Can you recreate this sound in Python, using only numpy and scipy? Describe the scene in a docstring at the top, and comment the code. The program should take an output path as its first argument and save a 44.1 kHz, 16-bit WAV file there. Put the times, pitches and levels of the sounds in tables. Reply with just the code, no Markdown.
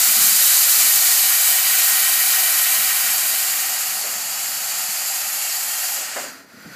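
"""An air jack vents its cylinder and lets a pickup truck down, outside a workshop, a few metres from
a hand-held microphone. The jet hisses through the valve ports and dulls as the pressure falls;
nearby steel and the yard echo it. The carriage lands on its stop with a clunk and the air thins
to a trickle. Soft low bumps sound now and then over a faint outdoor rumble."""
import sys
import numpy as np
from scipy import signal
from scipy.fft import rfft, irfft
from scipy.io import wavfile
from scipy.ndimage import uniform_filter1d

SR = 44100
rng = np.random.default_rng(int(sys.argv[2]) if len(sys.argv) > 2 else 0)


def to_wav(s):
    """Save 16-bit WAV."""
    ch = np.atleast_2d(s).T  # columns
    pcm = np.round(np.clip(ch, -1, 1) * 32767)  # PCM
    wavfile.write(sys.argv[1], SR, pcm.astype(np.int16))


N = 297675
T = np.arange(N) / SR
HZ = np.arange(N // 2 + 1) * SR / N + 1e-3
TOP_HZ = 15300  # upper edge of the hiss and of the microphone


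def undb(db):
    """Decibels to gain."""
    return 10 ** (np.asarray(db) / 20)


def unit(x):
    """Scale to rms 1."""
    return x / np.sqrt(np.mean(x ** 2))


def curve(points):
    """Straight lines in time through (time_s, value) points."""
    return np.interp(T, *np.transpose(points))


def colour(points):
    """Gain per frequency from (frequency_hz, level_db) points."""
    hz, db = np.transpose(points)
    return undb(np.interp(np.log(HZ), np.log(hz), db))


def resonance(hz, width_hz):
    """Complex response of one mode, 1 at its centre."""
    return 1 / (1 + 1j * (HZ ** 2 - hz ** 2) / (HZ * width_hz))


def ringing(modes):
    """Gain per frequency of a set of modes, summed in power."""
    return np.sqrt(sum(np.abs(undb(db) * resonance(hz, width)) ** 2 for hz, width, db in modes))


def shaped(x, gain):
    """Filter by a gain per frequency."""
    return irfft(rfft(x) * gain, N)


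def noise(gain):
    """Noise of a given colour, rms 1."""
    return unit(shaped(rng.standard_normal(N), gain))


def wander(rate_hz):
    """Smooth random drift, rms 1."""
    hold = max(int(SR / rate_hz), 1)
    steps = np.repeat(rng.standard_normal(N // hold + 1), hold)
    return unit(uniform_filter1d(uniform_filter1d(steps, hold), hold)[:N])


def blows(events, rise_s=0.013):
    """Envelope of a series of blows that each swell and die away within a second."""
    power = np.zeros(N)
    for start_s, db, decay_s in events:
        span = slice(int(start_s * SR), int(start_s * SR) + SR)
        age = np.maximum(T[span] - start_s, 0)
        rise = np.minimum(age / rise_s, 1)
        fall = np.exp(-np.maximum(age - rise_s, 0) / decay_s)
        power[span] += (undb(db) * rise * fall) ** 2
    return np.sqrt(power)


def yard_rumble(level_db=-53, swell_db=1.1):
    """The open yard: a faint rumble that swells a little."""
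    # outdoor background: frequency_hz, level_db
    spectrum = [(25, -34), (50, -20), (90, -8), (140, -4), (195, 2.5), (250, -1.5), (400, -2), (600, -4.5),
                (1000, -6), (2000, -15.5), (4000, -27), (15000, -40)]
    return noise(colour(spectrum)) * undb(level_db + swell_db * wander(9))


def bumps(faint_db=-55, scatter_db=2.5, faint_decay_s=0.04, faint_count=14):
    """Dull, short thuds with no ring; fainter ones fall at random among the clear ones."""
    # the clear bumps: start_s, level_db, decay_s
    clear = [(0.075, -41.5, 0.037), (0.16, -39.5, 0.15), (0.764, -50, 0.22), (1.222, -47.5, 0.019),
             (2.76, -44, .035), (6.525, -48, .02), (6.567, -44, .03), (6.647, -37, 0.043)]
    # colour of a bump: frequency_hz, level_db
    spectrum = [(30, -44), (70, -26), (130, -5.5), (185, 2), (270, -4), (400, -13), (800, -30), (2000, -55)]
    faint = [(when * T[-1], faint_db + scatter_db * (2 * size - 1), faint_decay_s)
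             for when, size in rng.random((faint_count, 2))]
    return noise(colour(spectrum)) * blows(list(clear) + faint)


def yard_echoes(x, wet_db=-13, t60_s=0.14, gap_s=0.006):
    """Ground, truck and workshop wall scatter the sound into a short, dense tail."""
    age = T[:SR // 3]
    tail = rng.standard_normal(len(age)) * np.exp(-np.log(1000) * age / t60_s) * (age > gap_s)
    echoes = signal.fftconvolve(x, tail / np.linalg.norm(tail))[:N]
    return (x + undb(wet_db) * echoes) / np.hypot(1, undb(wet_db))


def steel_echoes(x, move_mid_s=4.77, move_ease_s=0.81, closing_db=5, sway_share=0.0047, oversample=4):
    """Nearby steel combs the hiss; as truck and microphone shift, the teeth deepen and most slide up."""
    # echo paths: first_delay_ms, last_delay_ms, relative_db
    paths = [(0.413, 0.364, -30.5), (1.38, 1.25, -22.5), (1.245, 1.19, -22.5), (1.65, 1.35, -26),
             (2.188, 1.85, -23.5), (2.63, 2.03, -15), (3.1, 3.2, -20), (5.4, 5.9, -15.5)]
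    moved = 1 / (1 + np.exp(-(T - move_mid_s) / move_ease_s))
    sway = 1 + sway_share * wander(1.98)
    # narrow steel parts throw back treble better than the long waves that bend around them
    reflected = shaped(x, colour([(1000, -16), (5000, -0.5), (12000, -0.5)]))
    fine = signal.resample_poly(reflected, oversample, 1)
    echoes = np.zeros(N)
    for first_ms, last_ms, db in paths:
        delay_ms = (first_ms + moved * (last_ms - first_ms)) * sway
        read_at = (np.arange(N) - delay_ms * SR / 1000) * oversample
        echoes += undb(db) * np.interp(read_at, np.arange(len(fine)), fine, left=0)
    return unit(x + undb(closing_db * moved) * echoes) * np.std(x)


def carriage(hum_db=-20, hum_decay_s=0.18, hum_width_hz=25):
    """Each knock is a short clatter of loose steel that rings the frame; its lowest mode hums on."""
    # the carriage knocks in its column: start_s, level_db, decay_s
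    knocks = [(4.035, -36, 0.095), (5.962, -37, 0.054), (6.156, -24.3, 0.03), (6.23, -34.5, 0.036)]
    # modes of the frame: pitch_hz, width_hz, level_db
    frame = [(267, 33, -18), (435, 76, -2), (565, 77, 3), (724, 53, 3.5), (961, 50, -4), (1160, 100, -1.5),
             (1470, 170, -1.5), (1730, 64, -2), (2080, 120, -2)]
    contact = colour([(80, -25), (260, 1.5), (2100, 2.5), (4000, -6), (12000, -16)])
    clatter = noise(ringing(frame) * contact) * blows(knocks)
    hum_envelope = blows([(start_s, db + hum_db, hum_decay_s) for start_s, db, _ in knocks])
    return clatter + noise(resonance(frame[0][0], hum_width_hz)) * hum_envelope


def trickle(waver_db=1.5):
    """The last air seeps through the valve seat with a faint, hollow whisper."""
    # the seeping air: time_s, level_db
    seep = [(5.9, -73), (6.1, -42), (6.3, -39), (6.49, -50), (6.75, -40.5)]
    # modes of the seat: pitch_hz, width_hz, level_db
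    seat = [(624, 130, -4), (1420, 220, 1), (1880, 310, -1), (2600, 320, -13), (4200, 200, -9.5),
            (4700, 390, -7), (6100, 300, -11), (7160, 680, -12.5), (12200, 3400, -17)]
    return noise(ringing(seat)) * undb(curve(seep) + waver_db * wander(25))


def surging():
    """Swing in dB as the flow surges slowly and evenly while the piston sinks."""
    # first loaded, then free: first_crest_s, end_s, rate_hz, depth_db
    surges = [(0.24, 2.8, 3.3, 0.54), (4.43, 5.95, 2.87, .65)]
    swing_db = np.zeros(N)
    for crest_s, end_s, rate_hz, depth_db in surges:
        cycles = (T - crest_s) * rate_hz
        fade = np.clip(2 * cycles + 1, 0, 1) * np.clip((end_s - T) * rate_hz, 0, 1)
        swing_db += depth_db * fade * np.cos(2 * np.pi * cycles)
    return swing_db


def emptying(empty_s=6.226, decay_s=0.06):
    """Once the piston has landed nothing pushes the air, and the jet collapses."""
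    return np.exp(-np.maximum(T - empty_s, 0) / decay_s)


def port_colour(ports, depth=1):
    """The ports put bell-shaped peaks and notches on the jet's spectrum."""
    # smooth colour of the jet: frequency_hz, level_db
    spectrum = [(300, -37), (480, -25.5), (600, -11), (950, -11.5), (1350, -5.5), (2600, -3.5), (3500, -7),
                (4200, -4), (5700, -4), (7200, 1.5), (9300, -4), (12200, -1), (14000, -3), (15500, -5)]
    peaks_db = sum(db / (1 + (2 * (HZ - hz) / width) ** 2) for hz, width, db in ports)
    return colour(spectrum) * undb(depth * peaks_db)


def jet(clear_at_db=-3.5, slack_at_db=-9, choked_depth=0.67, land_s=5.96, land_takes_s=0.13):
    """Turbulence rings the ports, more clearly as the pressure drops; then it turns dull and hollow."""
    # air pressure against full load, falling as the tyres take the weight: time_s, pressure_db
    pressure = [(0, -0.65), (0.6, 0.37), (1.6, -2), (2.65, -3.5), (3.3, -5), (3.8, -7), (4.22, -9.5),
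                (4.45, -8.5), (5.95, -8)]
    # resonances of column and valve: pitch_hz, width_hz, gain_db
    ports = [(765, 83, 11.5), (1050, 40, 7), (1292, 31, 6), (1443, 66, 3), (1494, 85, 2), (1874, 33, 11),
             (1980, 23, 7), (2100, 20, 5.5), (2360, 84, 6.5), (3020, 140, 6.5), (3910, 220, 4),
             (4310, 100, 4), (4650, 110, 4.5), (4790, 110, 5.5), (6670, 280, 1), (8300, 220, 4.5),
             (12260, 320, 3.5), (12900, 300, -3)]
    # resonances and notches of the slack flow: pitch_hz, width_hz, gain_db
    slack_ports = [(756, 91, 9.5), (857, 77, 4.5), (1280, 280, 3.5), (1880, 140, 5.5), (2810, 160, 4),
                   (3740, 400, -3), (4185, 120, 3), (4534, 200, 7), (4820, 130, 6), (5400, 140, 5.5),
                   (5560, 160, -6.5), (7000, 780, 3.5), (8700, 450, -1.5), (11800, 550, 3.5),
                   (13460, 250, 4), (14400, 1600, -5)]
    # eddy sizes, from the hollow of the column to the finest spray:
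    # low_hz, full_load_db, db_per_pressure_db, clear_lift_db, landed_change_db, surge_share
    eddies = [(100, -39.5, 0.21, 2.5, -5, 0.4), (1030, -27, 0.79, 4.0, -3, 0.4),
              (3450, -18, 1.03, 0, -5.5, 0.8), (9100, -16.5, 1.36, 2.5, -11, .4)]
    pressure_db = curve(pressure)
    choked = np.clip(1 - pressure_db / clear_at_db, 0, 1)
    slack = np.clip((pressure_db - clear_at_db) / (slack_at_db - clear_at_db), 0, 1)
    clear = 1 - choked - slack
    stages = [(choked, port_colour(ports, choked_depth)),
              (clear, port_colour(ports)),
              (slack, port_colour(slack_ports))]
    landed = np.clip((T - land_s) / land_takes_s, 0, 1)  # the piston ends its travel and the flow drops
    surge_db = surging()
    sputter_db = 0.27 * wander(90)  # the whole jet sputters together
    upper_edges = [row[0] for row in eddies[1:]] + [SR / 2]
    hiss = np.zeros(N)
    for (low_hz, full_db, slope, lift_db, landed_db, surge_share), high_hz in zip(eddies, upper_edges):
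        band = (HZ < TOP_HZ) / np.sqrt((1 + (low_hz / HZ) ** 20) * (1 + (HZ / high_hz) ** 20))
        turbulence = rfft(rng.standard_normal(N)) * band
        rush = sum(share * unit(irfft(turbulence * gain, N)) for share, gain in stages)
        db = full_db + slope * pressure_db + lift_db * clear + landed_db * landed + surge_share * surge_db
        waver_db = 0.47 * wander(55)  # each eddy size wavers on its own
        hiss += rush * undb(db + sputter_db + waver_db)
    return hiss


def scene():
    """The jack from a few metres on one microphone, so both channels are alike."""
    vented = jet() * emptying() + trickle()
    air = yard_echoes(steel_echoes(vented))
    mono = air + carriage() + bumps() + yard_rumble()
    return np.array([mono, mono])


def record(dry):
    """The hand-held microphone's channel cuts the top steeply."""
    return signal.sosfilt(signal.ellip(12, 0.1, 80, TOP_HZ, fs=SR, output="sos"), dry)


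dry = scene()
out = record(dry)
to_wav(out)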